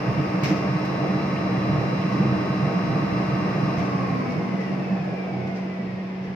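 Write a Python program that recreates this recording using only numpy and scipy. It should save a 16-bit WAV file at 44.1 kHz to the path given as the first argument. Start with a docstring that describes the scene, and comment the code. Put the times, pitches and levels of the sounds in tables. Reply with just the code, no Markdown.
"""A fast blower whines over throbbing, churning water: a dog's bath in a foamy air-jet tub in a tiled room.
The rotor sings and hisses as it drives air through the water, where big pockets ring low and small
bubbles burst. A handful of water splashes down once, and foam patters and drips. The blower clicks
off and coasts down, its tones sinking, and leaves the steady hum of a ventilation fan."""
import sys
import numpy as np
from scipy import signal
from scipy.fft import rfft, irfft
from scipy.io import wavfile
from scipy.ndimage import uniform_filter1d, map_coordinates

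SR = 44100
rng = np.random.default_rng(int(sys.argv[2]) if len(sys.argv) > 2 else 0)


def to_wav(s):
    """Save 16-bit WAV."""
    ch = np.atleast_2d(s).T  # columns
    pcm = np.round(np.clip(ch, -1, 1) * 32767)  # PCM
    wavfile.write(sys.argv[1], SR, pcm.astype(np.int16))


N = 280035
TIME, FREQS = np.arange(N) / SR, np.maximum(np.fft.rfftfreq(N, 1 / SR), 1)
LEFT_RIGHT = np.array([[1], [-1]])
SWITCH_OFF_S, FULL_TURNS_PER_S = 3.786, 306.5
COASTING = np.clip((TIME - SWITCH_OFF_S) / 0.35, 0, 1)  # 0 under power, 1 while coasting


def from_db(db):
    """Decibels to gain."""
    return 10 ** (np.asarray(db) / 20)


def rms_one(x):
    """Scale to unit power."""
    return x / np.sqrt(np.mean(x ** 2) + 1e-20)


def at_hz(points, hz):
    """Read a curve on a log-frequency axis."""
    f, value = np.transpose(points)
    return np.interp(np.log(hz), np.log(np.sort(f)), value)


def drift(per_s):
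    """Smooth random modulation with a spread of about 1."""
    knots, coarse_time = rng.standard_normal(2048), TIME[::64]
    curve = map_coordinates(knots, [coarse_time * per_s + 2], order=3, mode="wrap")
    return np.interp(TIME, coarse_time, curve)


def wobble(per_s):
    """Complex random modulation: loudness and phase waver together."""
    return (drift(per_s) + 1j * drift(per_s)) / np.sqrt(2)


def resonances(modes, hz=FREQS):
    """Gain of a few resonant peaks and dips at the given frequencies."""
    extra_power = sum((from_db(db) ** 2 - 1) / (1 + (2 * (hz - centre) / width) ** 2) ** 2
                      for centre, width, db in modes)
    return np.sqrt(1 + extra_power.clip(-.5))


def grains(per_s, spread_db):
    """Two streams of random clicks, their sizes scattered by spread_db."""
    born = rng.random((2, N)) < per_s / SR
    polarity = rng.choice([-1, 1], (2, N))
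    return born * polarity * from_db(spread_db * np.minimum(rng.exponential(1, (2, N)), 4))


def swells(events, bed_db):
    """Gain of a bed with one bell-shaped swell per event, added in power."""
    power = sum(from_db(db) ** 2 * np.exp(-(2 * (TIME - s) / length) ** 2) for s, db, length in events)
    return np.sqrt(from_db(bed_db) ** 2 + power)


# Stereo width. Each row: frequency in Hz, left-right correlation.
LIKENESS = [(60, .95), (150, .98), (290, .86), (450, .62), (700, .5), (1250, -.05), (2000, .1), (3200, .15),
            (5500, -.05), (15000, 0)]
# Stereo balance. Each row: frequency in Hz, left over right in dB.
BALANCE = [(60, -3.5), (110, -2.5), (200, -2), (380, 0.5), (700, -2.5), (1290, 1), (2380, 3), (4400, 0.5),
           (8000, -0.5), (15000, 2)]
def colour(pair, spectrum, peaks=1):
    """Shape two unrelated signals into a unit-power stereo bed, centred in the bass and wide above."""
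    mid, side = rfft(pair) * from_db(at_hz(spectrum, FREQS)) * peaks
    alike = np.clip(at_hz(LIKENESS, FREQS), -.99, .99)
    ears = np.sqrt(1 + alike) * mid + LEFT_RIGHT * np.sqrt(1 - alike) * side
    return rms_one(irfft(ears * pan(FREQS), N))


def pan(hz):
    """Left and right gains at a frequency."""
    return from_db(LEFT_RIGHT * at_hz(BALANCE, hz) / 2)


def room(x, t60, wet_db):
    """Direct sound plus a dense tiled-room tail, different at each ear; power is kept."""
    size = SR // 2
    tail = rng.standard_normal((2, size)) * from_db(-60 * TIME[:size] / t60)
    tail *= from_db(wet_db) / np.sqrt(np.sum(tail ** 2, axis=1, keepdims=True))
    wet = signal.fftconvolve(np.atleast_2d(x), tail, axes=1)[:, :N]
    return (x + wet) / np.sqrt(1 + from_db(wet_db) ** 2)


def shaft_speed(friction=13.16, air_drag=.0013425):
    """Turns per second: steady under power, then losing friction + air_drag * speed ** 2 each second."""
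    crossover = np.sqrt(friction / air_drag)  # the speed at which both brake equally
    coasting_s = np.maximum(TIME - SWITCH_OFF_S, 0)
    angle = np.arctan(FULL_TURNS_PER_S / crossover) - coasting_s * friction / crossover
    return crossover * np.tan(angle)


def slowdown_db(speed, fall_db):
    """Level change as the rotor slows: down by fall_db for a tenfold drop in speed."""
    return fall_db * np.log10(speed / FULL_TURNS_PER_S)


def rotor_tone(shaft_hz, multiple, level_db, flutter, fading):
    """One harmonic of the shaft: it flutters quickly and wavers slowly."""
    envelope = from_db(level_db) * (1 + flutter * wobble(45) + fading * wobble(9))
    cycles = multiple * np.cumsum(shaft_hz) / SR + rng.random()
    ear_phase = LEFT_RIGHT * np.arccos(at_hz(LIKENESS, multiple * shaft_hz[0])) / 2
    tone = np.sqrt(2) * np.real(envelope * np.exp(1j * (2 * np.pi * cycles + ear_phase)))
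    return tone / np.sqrt(1 + flutter ** 2 + fading ** 2)


# The rotor's lead tones. Each row: multiple of the shaft rate, level before the outlet in dB.
LEAD_TONES = [(9, -49.5), (13, -48), (15, -55.5)]
# The 13th harmonic swells and eases. Each row: time in seconds, gain in dB.
HIGH_LEAD_SWELL = [(.55, -11), (.85, -3.5), (1.9, -2.5), (3.78, -6), (4.0, -2.5), (4.5, -2), (4.85, 4),
                   (5.3, -1), (5.7, -2.5), (6.3, -5.5)]
# The outlet's colour on the leads. Each row: frequency in Hz, gain in dB.
OUTLET_EQ = [(1200, -7), (1450, -4), (1650, 1.5), (1850, 4.5), (2080, 1.5), (2290, 5), (2480, -3.5),
             (2760, -0.9), (3050, -13), (3430, -31), (3750, -10.5), (3985, -2.5), (4400, -15)]
# Outlet resonances where a sliding lead flares. Each row: centre in Hz, width in Hz, gain in dB.
OUTLET_MODES = [(1520, 40, 1), (1980, 69, 4.5), (2230, 40, 2), (2640, 60, 4)]
# The other harmonics. 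Each row: multiple of the shaft rate, level in dB, change when coasting in dB.
BACKING_TONES = [(1, -35, 3), (2, -42.5, 1.5), (3, -44, -1), (5, -57, -2.5), (6, -54, -9), (7, -62, -1),
                 (8, -59, -8), (10, -69.5, 0), (11, -69, -1.5), (12, -67.5, -5), (16, -61.5, -6),
                 (17, -67, -4.5), (18, -59, 2.5), (19, -72, -3.5), (20, -79.5, 9.5), (21, -84.5, 10.5),
                 (22, -83.5, 11), (25, -96.5, 20), (28, -93.5, 16)]
# The housing's colour on those as they slide. Each row: frequency in Hz, relative gain in dB.
HOUSING_EQ = [(130, -4), (300, 0), (700, 2), (1100, 4), (1450, -3), (2100, 2), (2400, -3), (2800, -8),
              (3200, -16), (4400, -18), (5400, -13), (7000, -26)]
def whine(speed, jitter=0.00061, flutter=0.12, coast_flutter=.65, low_flutter=0.29):
    """Rotor tones slide through outlet and housing; coasting, they fade and smear in their own reverb."""
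    shaft_hz = speed * (1 + jitter * drift(25))
    swell_db = np.interp(TIME, *np.transpose(HIGH_LEAD_SWELL))
    voices = []
    for multiple, db in LEAD_TONES:
        hz = multiple * speed
        lead_db = db + (swell_db if multiple == 13 else 0)
        outlet_db = at_hz(OUTLET_EQ, hz) + 20 * np.log10(resonances(OUTLET_MODES, hz))
        voices.append((multiple, lead_db + outlet_db + slowdown_db(speed, fall_db=14)))
    for multiple, db, coast_db in BACKING_TONES:
        hz = multiple * speed
        housing_db = at_hz(HOUSING_EQ, hz) - at_hz(HOUSING_EQ, hz[0])
        voices.append((multiple, db + COASTING * coast_db + housing_db + slowdown_db(speed, fall_db=42)))
    rough = flutter + COASTING * (coast_flutter - flutter)
    tones = sum(rotor_tone(shaft_hz, multiple, db, rough + low_flutter / multiple, fading=0.063)
                for multiple, db in voices)
    return (1 - COASTING) * tones + room(COASTING * tones, t60=.35, wet_db=-1.5)


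# Cavities of the impeller casing. Each row: centre in Hz, width in Hz, gain in dB.
CASING_MODES = [(1158, 70, 10), (1090, 72, 13), (1010, 50, 6.5), (695, 120, 10)]
def whir(speed, start_db=-51.5, growth_db_per_s=2.08, coast_db=-0.5):
    """Impeller eddies breathe at four times the shaft rate; as the band sinks, the casing howls."""
    eddies = np.array([wobble(140), wobble(140)])
    grown_db = growth_db_per_s * np.minimum(TIME, SWITCH_OFF_S)
    gain = from_db(start_db + grown_db + coast_db * COASTING + slowdown_db(speed, fall_db=24))
    band = np.sqrt(2) * gain * np.real(eddies * np.exp(2j * np.pi * np.cumsum(4 * speed) / SR))
    howl = irfft(rfft(band) * resonances(CASING_MODES), N)
    return room(howl, t60=.45, wet_db=-3)


# The blower's hiss. Each row: frequency in Hz, relative level in dB.
RUSH_EQ = [(600, -25), (950, -4.5), (1150, -4), (1400, -7), (2100, -5), (2700, -10), (3150, -23.5),
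           (4300, -22.5), (5250, -16.5), (5750, -26.5), (6500, -28.5), (7400, -42), (8600, -37),
           (9700, -47.5), (12000, -43.5), (13700, -42), (15500, -50.5)]
# The duct's ring. Each row: centre in Hz, width in Hz, gain in dB.
DUCT_MODES = [(1030, 89, 2.5), (1085, 20, 13.5), (1120, 85, 8.5), (1238, 25, 7.5), (1277, 21, 12),
              (1530, 20, 8), (1953, 3.8, 9.5), (2220, 61, -8.5)]
def air_rush(speed, ringing_db=-34, plain_db=-33):
    """Turbulence hisses out of the blower and rings its duct, most strongly at full speed."""
    noise = rng.standard_normal((2, N))
    ringing = from_db(ringing_db) * colour(noise, RUSH_EQ, resonances(DUCT_MODES))
    plain = from_db(plain_db) * colour(noise, RUSH_EQ)
    blend = from_db(slowdown_db(speed, fall_db=28))
    return from_db(slowdown_db(speed, fall_db=38)) * (blend * ringing + (1 - blend) * plain)


# The low bed of air pockets. 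Each row: frequency in Hz, relative level in dB.
RUMBLE_EQ = [(25, -44), (40, -40), (50, -24), (75, -17.5), (95, -12), (109, -17.5), (121, -2.5), (145, 3),
             (168, -13), (205, -4.5), (228, -18), (300, -20), (450, -44.5), (2000, -79.5)]
# The boom of tub and room. Each row: centre in Hz, width in Hz, gain in dB.
BOOM_MODES = [(69, 6.8, -1.5), (98, 9.3, 4), (123.3, 11, 6.5), (133, 22, -1), (204, 29, 4), (240, 17, -3.5)]
# The rumble heaves. Each row: peak time in seconds, level in dB, length in seconds.
HEAVES = [(.48, -29.5, 0.085), (1.78, -28, 0.17), (2.25, -28, 0.3), (3.15, -36, 0.099), (3.66, -26.5, 0.11),
          (4.17, -34, 0.17), (5.41, -31, 0.15), (5.93, -37, 0.092), (6.28, -36.5, 0.059)]
def rumble(speed, bed_db=-30, surge_db=2):
    """Lesser air pockets thump in the tub: a crowd that heaves and thins out with the air flow."""
    thumps = grains(1200 * speed / FULL_TURNS_PER_S, spread_db=0)
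    crowd = colour(thumps, RUMBLE_EQ, resonances(BOOM_MODES))
    crowd /= np.sqrt(uniform_filter1d(np.mean(crowd ** 2, axis=0), SR // 25) + 1e-9)  # level over 40 ms
    return crowd * swells(HEAVES, bed_db + slowdown_db(speed, fall_db=37) + surge_db * drift(24))


# The throb. Each row: peak time in seconds, relative level in dB, pitch in Hz, swell in seconds.
AIR_POCKETS = [(0.023, -21.5, 182, 0.035), (0.087, -12, 137, 0.012), (0.188, -17, 143, 0.018),
               (0.298, -17.5, 133, 0.012), (0.347, -16, 172, 0.011), (0.387, -16, 167, 0.0063),
               (0.438, -15, 144, 0.01), (.487, -19, 136, 0.0063), (0.521, -13.5, 170, 0.0096),
               (0.703, -21, 140, 0.024), (0.751, -17, 167, 0.019), (0.904, -23, 157, 0.008),
               (1.035, -16.5, 141, 0.026), (1.099, -15.5, 190, 0.013), (1.162, -15.5, 143, 0.02),
               (1.338, -15, 156, 0.01), (1.368, -22, 136, 0.022), (1.534, -20, 124.7, .035),
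               (1.581, -15, 146, 0.0088), (1.646, -26, 141, .013), (1.74, -17, 146, 0.036),
               (1.781, -29, 129, 0.0098), (1.821, -30, 145, .01), (1.907, -27, 155, 0.012),
               (1.946, -17.5, 153, 0.02), (1.992, -15, 129, 0.014), (2.043, -15, 163, 0.012),
               (2.145, -23, 190, 0.032), (2.223, -17.5, 140, 0.027), (2.289, -12, 128.5, 0.028),
               (2.35, -26, 130, 0.016), (2.397, -26.5, 135, 0.012), (2.508, -21, 133, 0.02),
               (2.641, -12.5, 146.3, 0.022), (2.755, -15, 178, 0.032), (2.836, -21, 150, 0.011),
               (2.89, -13.5, 168, 0.011), (2.928, -23, 154, 0.011), (2.955, -15.5, 154, 0.013),
               (2.978, -27, 151, 0.0065), (3.012, -19, 146, 0.0087), (3.055, -23, 169, 0.0093),
               (3.14, -23, 163, 0.013), (3.268, -21, 145, 0.028), (3.338, -21, 139, 0.02),
               (3.467, -16, 147, 0.013), (3.563, -14, 151, 0.0078), (3.641, -15, 137, 0.022),
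               (3.684, -26, 167, 0.018), (3.736, -21, 174, 0.015), (3.787, -16, 178, 0.012),
               (3.846, -18.5, 132, 0.02), (3.954, -16.5, 168, 0.013), (4.12, -20, 161, 0.026),
               (4.214, -22, 176, 0.0065), (4.282, -18, 174, 0.0089), (4.379, -18.5, 163, 0.029),
               (4.484, -23, 141, 0.014), (4.546, -14, 190, 0.007), (4.597, -19.5, 188, 0.0083),
               (4.667, -32, 166, 0.013), (4.725, -25, 138, 0.014), (4.787, -20.5, 143, 0.026),
               (4.844, -38, 159, 0.011), (4.922, -16.5, 193, 0.025), (5.001, -18.5, 157, 0.016),
               (5.113, -22, 176, 0.02)]
def air_pockets(gain_db=-3, chirp=0.14, low_cut_hz=95):
    """Each big pocket swells within a few cycles and rings out, rising a little as it floats up."""
    out = np.zeros(N)
    for s, db, hz, swell in AIR_POCKETS:
        span = (TIME > s - swell) & (TIME < s + 8 * swell)
        age = TIME[span] - s
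        envelope = ((1 + age / swell) * np.exp(-age / swell)) ** 2
        cycles = hz * age * (1 + chirp * age) + rng.random()
        out[span] += from_db(db + gain_db) * envelope * np.sin(2 * np.pi * cycles)
    return signal.sosfilt(signal.butter(2, low_cut_hz, "high", fs=SR, output="sos"), out) * pan(hz=150)


# The body of the churning water. Each row: frequency in Hz, relative level in dB.
CHURN_EQ = [(30, -54), (120, -22), (240, -1), (275, 4), (305, 7.5), (335, 5), (370, 0), (480, 4.5),
            (580, -1.5), (700, -3.5), (850, -4.5), (1000, -18), (1500, -33.5), (4000, -76)]
# The tub's hollow ring. Each row: centre in Hz, width in Hz, gain in dB.
TUB_MODES = [(231, 32, 8.5), (484, 18, -1.5), (590, 11, 5.5), (677.7, 30, 11), (779, 68, 4)]
# The water sloshes. Each row: peak time in seconds, relative level in dB, length in seconds.
SLOSHES = [(0.52, -40.5, 0.072), (1.06, -32, 0.066), (1.78, -36, 0.15), (2.24, -38.5, 0.12),
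           (2.95, -35.5, 0.074), (5.3, -37, 0.53)]
def churn(speed, bed_db=-35, lump_db=1, gain_db=4, stall_turns_per_s=208, stall_db=-7):
    """Small bubbles burst in crowds, harder with each slosh, and die down once the air stalls."""
    stalled = np.clip((stall_turns_per_s - speed) / 69, 0, 1)  # 1: air barely pushes through the water
    bursts = grains(4000 * speed / FULL_TURNS_PER_S, spread_db=1.5)
    bubbles = colour(bursts, CHURN_EQ, resonances(TUB_MODES))
    envelope = swells(SLOSHES, bed_db + slowdown_db(speed, fall_db=2) + stall_db * stalled)
    return bubbles * from_db(gain_db + lump_db * drift(22.13)) * envelope


# The fan's hum. Each row: pitch in Hz, level in dB.
FAN_TONES = [(187.8, -30), (375.7, -46.5)]
# The fan's breath. Each row: frequency in Hz, relative level in dB.
FAN_AIR_EQ = [(40, -22), (70, -16), (100, -15), (145, -8), (230, -4.5), (450, -4.5), (700, -11.5),
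              (1000, -11), (1350, -29.5), (2200, -17), (3100, -24), (5200, -36.5), (7500, -67.5),
              (15000, -61)]
def fan(waver_db=1.13, wander=0.0015, pan_db=-0.26, air_db=-41):
    """A ventilation fan hums under everything, wavering slightly over soft air noise."""
    warped_time = TIME + np.cumsum(wander * drift(5.5)) / SR
    hum = np.zeros(N)
    for hz, db in FAN_TONES:
        gain = np.sqrt(2) * from_db(db + waver_db * drift(11))
        hum += gain * np.sin(2 * np.pi * (hz * warped_time + rng.random()))
    breath = from_db(air_db) * colour(rng.standard_normal((2, N)), FAN_AIR_EQ)
    return hum * from_db(pan_db * LEFT_RIGHT) + breath


# Splashes and foam patter, plus the blower's switch clicking off at 3.77 s.
# Each row: start in seconds, level in dB, rise and decay in seconds.
SPLASHES_AND_CLICK = [(0.431, -29, .004, 0.03), (0.448, -36, 0.004, 0.034), (0.47, -38, 0.026, 0.045),
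                      (.55, -45, .02, .07), (0.845, -44, 0.006, .028), (2.115, -44, .008, 0.04),
                      (3.77, -42, 0.015, 0.07), (4.15, -58, .02, 0.068), (4.29, -48, 0.019, 0.033),
                      (4.6, -49, 0.0089, 0.056), (5.47, -49, 0.0074, .02), (5.53, -48.5, .04, 0.04),
                      (6.22, -54, 0.018, 0.045)]
# Their sparkle. Each row: frequency in Hz, relative level in dB.
BURST_EQ = [(100, -26.5), (400, -16), (1000, -3.5), (2300, 12), (3400, -3.5), (5600, 3.5), (6500, -7.5),
            (8000, -20), (11000, -26), (14000, -20.5), (16000, -25.5)]
def splashes_and_click(foam_db=-64, crackle_db=-5):
    """Splash, patter and switch click are dying bursts of grains; foam crackles faintly throughout."""
    envelope = from_db(foam_db)
    for s, db, rise, decay in SPLASHES_AND_CLICK:
        age = np.maximum(TIME - s, 0)
        attack = np.minimum(age / rise, 1)
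        envelope = envelope + from_db(db) * attack * np.exp(-np.maximum(age - rise, 0) / decay)
    fizz = colour(grains(3000, spread_db=3), BURST_EQ)
    crackle = from_db(crackle_db) * colour(grains(300, spread_db=2), BURST_EQ)
    return room(envelope * rms_one(fizz + crackle), t60=.25, wet_db=-8)


# Smacks on the surface. Each row: start in seconds, level in dB, decay in seconds.
SLAPS = [(.4332, -40, .002), (0.437, -36, .0028), (.442, -41, .003), (.852, -46, .006)]
# Their bright edge. Each row: frequency in Hz, relative level in dB.
SLAP_EQ = [(500, -6), (2500, 2), (5500, 2), (8000, -1), (11000, -14), (15000, 0)]
def slaps():
    """Lumps of water hit flat: each gives a bright crack of a few milliseconds."""
    envelope = sum(from_db(db) * (TIME >= s) * np.exp(-np.maximum(TIME - s, 0) / decay)
                   for s, db, decay in SLAPS)
    return room(envelope * colour(rng.standard_normal((2, N)), SLAP_EQ), t60=.25, wet_db=-8)


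# Deep glugs. Each row: start in seconds, level in dB, pitch in Hz, seconds to fade by 60 dB.
GULPS = [(0.507, -10.5, 300, 0.1), (2.199, -10.5, 188.6, 0.2), (2.25, -7, 339, 0.035),
         (3.674, -23, 218, 0.14), (5.788, -22.5, 204, 0.25)]
def gulps(swell_s=0.0053, chirp=0.86):
    """A large air pocket wobbles as it breaks the surface: a low, briefly rising note."""
    out = np.zeros(N)
    for s, db, hz, t60 in GULPS:
        age = np.clip(TIME - s, 0, 4 * t60)
        envelope = from_db(db - 60 * age / t60) * (1 - np.exp(-age / swell_s))
        out += envelope * np.sin(2 * np.pi * (hz * age * (1 + chirp * age) + rng.random()))
    return out * pan(hz=200)


# Single plinks. Each row: start in seconds, level in dB, pitch in Hz, seconds to fade by 60 dB.
DRIPS = [(1.363, -29, 2230, 0.049), (2.014, -33, 2490, 0.052), (5.138, -26.5, 670, 0.045),
         (5.258, -34.5, 900, 0.086), (5.334, -30, 642, 0.092)]
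def drips(chirp=12):
    """A drop traps a bubble whose ring rises as it nears the surface."""
    out = np.zeros(N)
    for s, db, hz, t60 in DRIPS:
        age = np.clip(TIME - s, 0, 4 * t60)
        out += from_db(db - 60 * age / t60) * np.sin(2 * np.pi * hz * age * (1 + chirp * age))
    return room(out, t60=0.36, wet_db=-3)


def scene():
    """Blower, water and fan together; the shaft speed drives the blower, rumble and churn."""
    speed = shaft_speed()
    blower = whine(speed) + whir(speed) + air_rush(speed)
    water = rumble(speed) + air_pockets() + churn(speed) + gulps() + slaps()
    return blower + water + splashes_and_click() + drips() + fan()


def record(dry, low_cut_hz=38, high_cut_hz=15400, fade_s=.003):
    """The microphone loses the deep bass; the top is cut steeply; both ends fade quickly."""
    dry = signal.sosfilt(signal.butter(2, low_cut_hz, "high", fs=SR, output="sos"), dry)
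    fade = np.clip(np.minimum(TIME, TIME[-1] - TIME) / fade_s, 0, 1)
    return signal.sosfilt(signal.ellip(10, .1, 80, high_cut_hz, fs=SR, output="sos"), dry * fade)


dry = scene()
out = record(dry)
to_wav(out)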